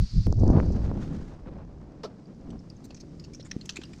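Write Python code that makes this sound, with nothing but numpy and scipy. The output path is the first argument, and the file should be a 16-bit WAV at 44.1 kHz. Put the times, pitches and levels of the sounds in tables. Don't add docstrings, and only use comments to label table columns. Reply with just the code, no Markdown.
import sys
import numpy as np
from scipy import signal
from scipy.fft import rfft, irfft
from scipy.io import wavfile
from scipy.ndimage import map_coordinates

SR = 44100
rng = np.random.default_rng(int(sys.argv[2]) if len(sys.argv) > 2 else 0)


def store_wav(level_fs):
    pcm = np.round(np.clip(np.atleast_2d(level_fs), -1, 1) * 32767)
    wavfile.write(sys.argv[1], SR, pcm.T.astype(np.int16))


N = 176400
TIME = np.arange(N) / SR
SCENE_CHANGE_S = .269
GEAR_ATTACK_S = .00065

# time in seconds, then levels of rumble, flutter and rush in dB.
WIND_LEVELS = [(0.275, -16.5, -22, -59.5), (0.35, -27.5, -41, -75), (0.385, -18, -31.5, -63),
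               (0.45, -18.5, -22.5, -61), (0.58, -23, -22.5, -40), (0.635, -27.5, -27, -44),
               (0.7, -24, -29, -49), (0.85, -25, -33.5, -42.5), (0.95, -32.5, -32, -47),
               (1.22, -39, -38, -55), (1.34, -44, -52.5, -55.5), (1.5, -43.5, -44.5, -52),
               (1.85, -47.5, -48, -57), (2.25, -58, -47.5, -58), (2.53, -43.5, -42, -57),
               (2.64, -53, -48, -60), (3.2, -49, -46, -64), (4.0, -55, -46.5, -63.5)]
# frequency in Hz, relative density in dB.
SPINDRIFT_SPECTRUM = [(3200, -12), (4650, 4), (6000, -6.5), (8000, -19), (11500, -37)]
# frequency in Hz, half-width in Hz, relative gain in dB.
HIGH_MODES = [(4560, 560, 2.5), (5430, 360, 4.5), (6120, 360, 6), (7160, 520, -3), (8500, 780, -15.5),
              (12600, 1300, -30.5)]


def undb(db):
    return 10 ** (np.asarray(db) / 20)


def rms(x):
    return np.sqrt(np.mean(np.abs(x) ** 2))


def unit(x):
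    return x / rms(x)


def bell(age, width):
    return np.exp(-.5 * (age / width) ** 2)


def envelope(table, column=1):
    rows = np.array(table, float)
    return undb(np.interp(TIME, rows[:, 0], rows[:, column]))


def colour(x, spectrum, roll_off_db_per_octave=24.5):
    hz, db = np.array(spectrum, float).T
    octave = np.log2(np.maximum(np.fft.rfftfreq(N, 1 / SR), 1))
    octaves_above = np.maximum(octave - np.log2(hz[-1]), 0)
    shape_db = np.interp(octave, np.log2(hz), db) - roll_off_db_per_octave * octaves_above
    cepstrum = irfft(np.log(undb(shape_db)), N)
    cepstrum[1:N // 2] *= 2
    cepstrum[N // 2 + 1:] = 0
    return unit(irfft(rfft(x) * np.exp(rfft(cepstrum)), N))


def noise(spectrum):
    return colour(rng.standard_normal(N), spectrum)


def wander(rate_hz):
    hz = np.fft.rfftfreq(N, 1 / SR)
    return unit(irfft(rfft(rng.standard_normal(N)) * np.exp(-(2 * hz / rate_hz) ** 2), N))


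def ring(x, modes):
    hz = np.fft.rfftfreq(len(x), 1 / SR) + 1
    response = sum((-1) ** k * undb(db) / (1 + 1j * (hz - centre ** 2 / hz) / (2 * half_width)) ** 2
                   for k, (centre, half_width, db) in enumerate(modes))
    return irfft(rfft(x) * response / rms(response), len(x))


def friction(rough_db, size=8820):
    catches = np.repeat(rng.standard_normal(size // 20), 20)
    return unit(rng.standard_normal(size) * undb(rough_db * catches))


def add(out, start, x):
    i = int(start * SR)
    out[i:i + len(x)] += x[:N - i]


def blown_snow(grains_per_s=180, sizzle_db=-63, sizzle_end_s=.92, sizzle_fade_s=.17):
    # time in seconds, level in dB.
    hiss_levels = [(.3, -72.5), (.85, -65.5), (1.6, -75), (2.7, -69.5), (3.4, -67.5), (3.75, -62.5)]
    # centre in seconds, Gaussian width in seconds, level in dB.
    swishes = [(0.846, 0.026, -56.5), (1.029, 0.025, -56), (1.147, 0.13, -56.5)]
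    # frequency in Hz, relative density in dB.
    hiss_spectrum = [(1800, -9.5), (3400, -13.5), (5100, -8), (6600, -13.5), (8300, -20.5), (10500, -32.5),
                     (15500, -41)]
    swish_spectrum = [(1400, 9), (2600, -1), (6500, -4), (9000, -17.5)]
    hits = rng.random(N) < grains_per_s / SR
    strengths = undb(14 * np.minimum(rng.exponential(size=N), 3))
    patter = undb(-13) * unit(ring(hits * strengths, HIGH_MODES))
    hiss = envelope(hiss_levels) * (noise(hiss_spectrum) + patter)
    gust = envelope(WIND_LEVELS)
    flicker = undb(1 + 5 * np.minimum(wander(rate_hz=140), 2))
    crackle = gust / gust.max() * flicker * unit(ring(rng.standard_normal(N), HIGH_MODES))
    carried = undb(sizzle_db) * np.clip((sizzle_end_s - TIME) / sizzle_fade_s, 0, 1)
    sizzle = carried * (noise(SPINDRIFT_SPECTRUM) + crackle)
    swell = sum(undb(db) * bell(TIME - centre, width) for centre, width, db in swishes)
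    swish = swell * undb(2.1 * wander(rate_hz=120)) * noise(swish_spectrum)
    return hiss + sizzle + swish


def ice_snaps():
    # start in seconds, level of the impulse in dB.
    impacts = [(0.3254, -21), (0.478, -25), (.722, -35)]
    impulses = np.zeros(N)
    for start, db in impacts:
        add(impulses, start, undb([db]))
    return ring(impulses, HIGH_MODES)


def click(level_db=-26, decay_s=.00062):
    age = TIME - SCENE_CHANGE_S
    return -undb(level_db) * (age > 0) * np.exp(-np.abs(age) / decay_s)


def camera_bumps():
    # start in seconds, frequency in Hz, level in dB, envelope rise time in seconds.
    bumps = [(2.9055, 620, -43, 0.0017), (3.396, 495, -38.5, 0.0022), (3.564, 194, -19, 0.002),
             (3.7879, 308, -28.5, 0.0033)]
    out = np.zeros(N)
    for start, hz, db, rise in bumps:
        age = np.maximum(TIME - start, 0)
        swing = (age / rise * np.exp(1 - age / rise)) ** 2
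        out += undb(db) * swing * np.sin(2 * np.pi * hz * age)
    return out


def gear_scrapes(release_s=.0039, tail_s=.032, tail_db=-19, pitch_scatter=.056, gain_scatter_db=5.5):
    # start in seconds, contact length in seconds, tick and clack levels in dB.
    contacts = [(2.503, 0.0018, -58, -57), (2.699, 0.0023, -56, -66), (2.841, 0.014, -57, -70),
                (2.905, 0.0018, -61, -49.5), (2.945, 0.0013, -49, -58.5), (2.964, 0.014, -59, -66),
                (2.999, 0.017, -53, -66), (3.196, 0.0047, -50.5, -62), (3.239, 0.0099, -53, -61.5),
                (3.333, 0.0054, -52, -59), (3.3462, 0.0038, -45, -61), (3.396, 0.014, -57.5, -54.5),
                (3.448, 0.023, -58.5, -59), (3.5128, 0.0013, -35.5, -36), (3.61, 0.0026, -50, -54.5),
                (3.655, 0.0029, -48, -55.5), (3.691, 0.0061, -35.5, -36), (3.757, 0.015, -49, -46),
                (3.766, 0.0038, -46, -39.5), (3.8138, 0.0028, -52.5, -47.5), (3.833, 0.0046, -53.5, -45),
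                (3.932, 0.0021, -54.5, -50)]
    # frequency in Hz, half-width in Hz, relative gain in dB.
    clack_modes = [(1120, 680, -8.5), (1970, 320, -5), (2550, 176, 3), (3160, 440, -2), (4000, 460, -5)]
    out = np.zeros(N)
    for start, length, tick_db, clack_db in contacts:
        for modes, level_db in ((HIGH_MODES, tick_db), (clack_modes, clack_db)):
            scrape = friction(rough_db=5)
            age = TIME[:len(scrape)]
            after = np.maximum(age - length, 0)
            attack = np.minimum(age / GEAR_ATTACK_S, 1)
            drag = undb(tail_db) * np.exp(-after / tail_s)
            force = attack * (np.exp(-after / release_s) + drag)
            chance = rng.standard_normal((len(modes), 2))
            struck = [(hz * (1 + pitch_scatter * detune), half_width, db + gain_scatter_db * favour)
                      for (hz, half_width, db), (detune, favour) in zip(modes, chance)]
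            add(out, start, undb(level_db) * rms(force) * unit(ring(scrape * force, struck)))
    return out


def carabiner_clinks(decay_s=.0034, partner_ratio=1.06):
    # start in seconds, frequency in Hz, level in dB.
    clinks = [(2.256, 4650, -54.5), (2.592, 5250, -51), (2.701, 4780, -42), (2.766, 6300, -52.5),
              (2.9461, 5970, -42), (3.4277, 5370, -44.5), (3.5136, 2547, -33.5), (3.5128, 5620, -29),
              (3.613, 4170, -40), (3.692, 2880, -41), (3.77, 2330, -31), (3.8536, 4800, -42.5)]
    out = np.zeros(N)
    age = TIME[:SR // 10]
    fade = np.minimum(age / GEAR_ATTACK_S, 1) * np.exp(-age / decay_s)
    for start, hz, db in clinks:
        phase = 2 * np.pi * hz * age
        partner = .5 * np.sin(partner_ratio * phase + 2 * np.pi * rng.random())
        add(out, start, undb(db) * fade * (np.sin(phase) + partner))
    return out


def knock(start_s=2.033, rise_s=.00087, hold_s=.017, release_s=.012, body_db=-34.5, crunch_db=-45.5):
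    # frequency in Hz, half-width in Hz, relative gain in dB.
    body_modes = [(428, 88, 1.5), (630, 39, 0.5), (810, 390, -13), (1330, 71, -6.5)]
    # frequency in Hz, relative density in dB.
    crunch_spectrum = [(2000, 0), (5400, 5), (8500, -21.5)]
    age = TIME - start_s
    force = np.clip(age / rise_s, 0, 1) * np.exp(-np.maximum(age - hold_s, 0) / release_s)
    crush = force * friction(rough_db=2.1, size=N)
    body = undb(body_db) * unit(ring(crush, body_modes))
    crunch = undb(crunch_db) * colour(crush, crunch_spectrum)
    return rms(force) * (body + crunch)


def gully_wind(hiss_db=-51.5):
    # time in seconds, level in dB.
    gusts = [(0, -15), (.04, -23), (.095, -51), (.14, -25.5), (.183, -16), (.25, -35), (.268, -10.5)]
    # frequency in Hz, relative density in dB.
    gust_spectrum = [(15, 0.5), (70, 1.5), (170, -8.5), (500, -45)]
    return envelope(gusts) * noise(gust_spectrum) + undb(hiss_db) * noise(SPINDRIFT_SPECTRUM)


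def thud_and_slaps():
    # centre of the dip in seconds, level in dB, Gaussian width in seconds.
    transients = [(0.269, -20, 0.00037), (0.3273, -18.5, 0.00026), (0.4355, -7.5, 0.00039),
                  (0.502, -9, .00035), (0.574, -5, 0.00054), (0.6015, -15.5, 0.00013), (.705, -16, .00045),
                  (0.915, -21, 0.00024)]
    out = np.zeros(N)
    for centre, db, width in transients:
        dip = bell(TIME - centre, width)
        rebound = bell(TIME - centre - 4 * width, 3 * width) / 3
        out += undb(db) * (rebound - dip)
    return out


def gust_roar(peak_s=.585, level_db=-32.5, rise_db_per_s=55.5, fall_db_per_s=428, db_per_octave=18):
    # frequency in Hz, relative density in dB.
    peak_spectrum = [(400, 0.5), (800, 5.5), (1300, -8.5), (2000, -24.5)]
    early = peak_s - TIME
    under_peak_db = np.minimum(np.maximum(early * rise_db_per_s, -early * fall_db_per_s), 100)
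    speed = 2 ** (-np.minimum(under_peak_db, 20) / db_per_octave)
    eddies = map_coordinates(noise(peak_spectrum), [np.cumsum(speed)], mode="mirror")
    flutter = envelope(WIND_LEVELS, column=2)
    lull = np.minimum(2 * flutter / flutter.max(), 1)
    return undb(level_db - under_peak_db + 2 * wander(rate_hz=200)) * lull * eddies


def rock_face_wind(buffet_hz=41.7, calm_depth_db=2.43, gust_depth_db=7.5):
    # frequency in Hz, relative density in dB.
    rumble_spectrum = [(20, 10.5), (65, 15.5), (110, 10.5), (170, -11), (400, -60.5)]
    flutter_spectrum = [(60, -26.5), (150, 1.5), (320, -7.5), (600, -25)]
    rush_spectrum = [(250, -5), (480, -1), (750, -5.5), (1200, -13.5), (2400, -26), (5000, -37.5)]
    gust = envelope(WIND_LEVELS)
    depth_db = calm_depth_db + (gust_depth_db - calm_depth_db) * gust / gust.max()
    eddies_db = depth_db * wander(buffet_hz)
    bursts = undb(eddies_db + depth_db * (wander(rate_hz=300) - .45))
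    rumble = gust * noise(rumble_spectrum)
    flutter = envelope(WIND_LEVELS, column=2) * noise(flutter_spectrum) * undb(.5 * eddies_db)
    rush = envelope(WIND_LEVELS, column=3) * noise(rush_spectrum) * bursts
    return rumble + flutter + rush


def scene():
    moved = np.clip((TIME - SCENE_CHANGE_S) / .002 + .5, 0, 1)
    air = (1 - moved) * gully_wind() + moved * (rock_face_wind() + gust_roar() + blown_snow())
    contacts = ice_snaps() + gear_scrapes() + carabiner_clinks() + knock() + camera_bumps()
    return (air + thud_and_slaps() + click() + contacts)[None]


def record(dry, cutoff_hz=15500):
    return signal.sosfilt(signal.ellip(8, .2, 70, cutoff_hz, fs=SR, output="sos"), dry)


dry = scene()
out = record(dry)
store_wav(out)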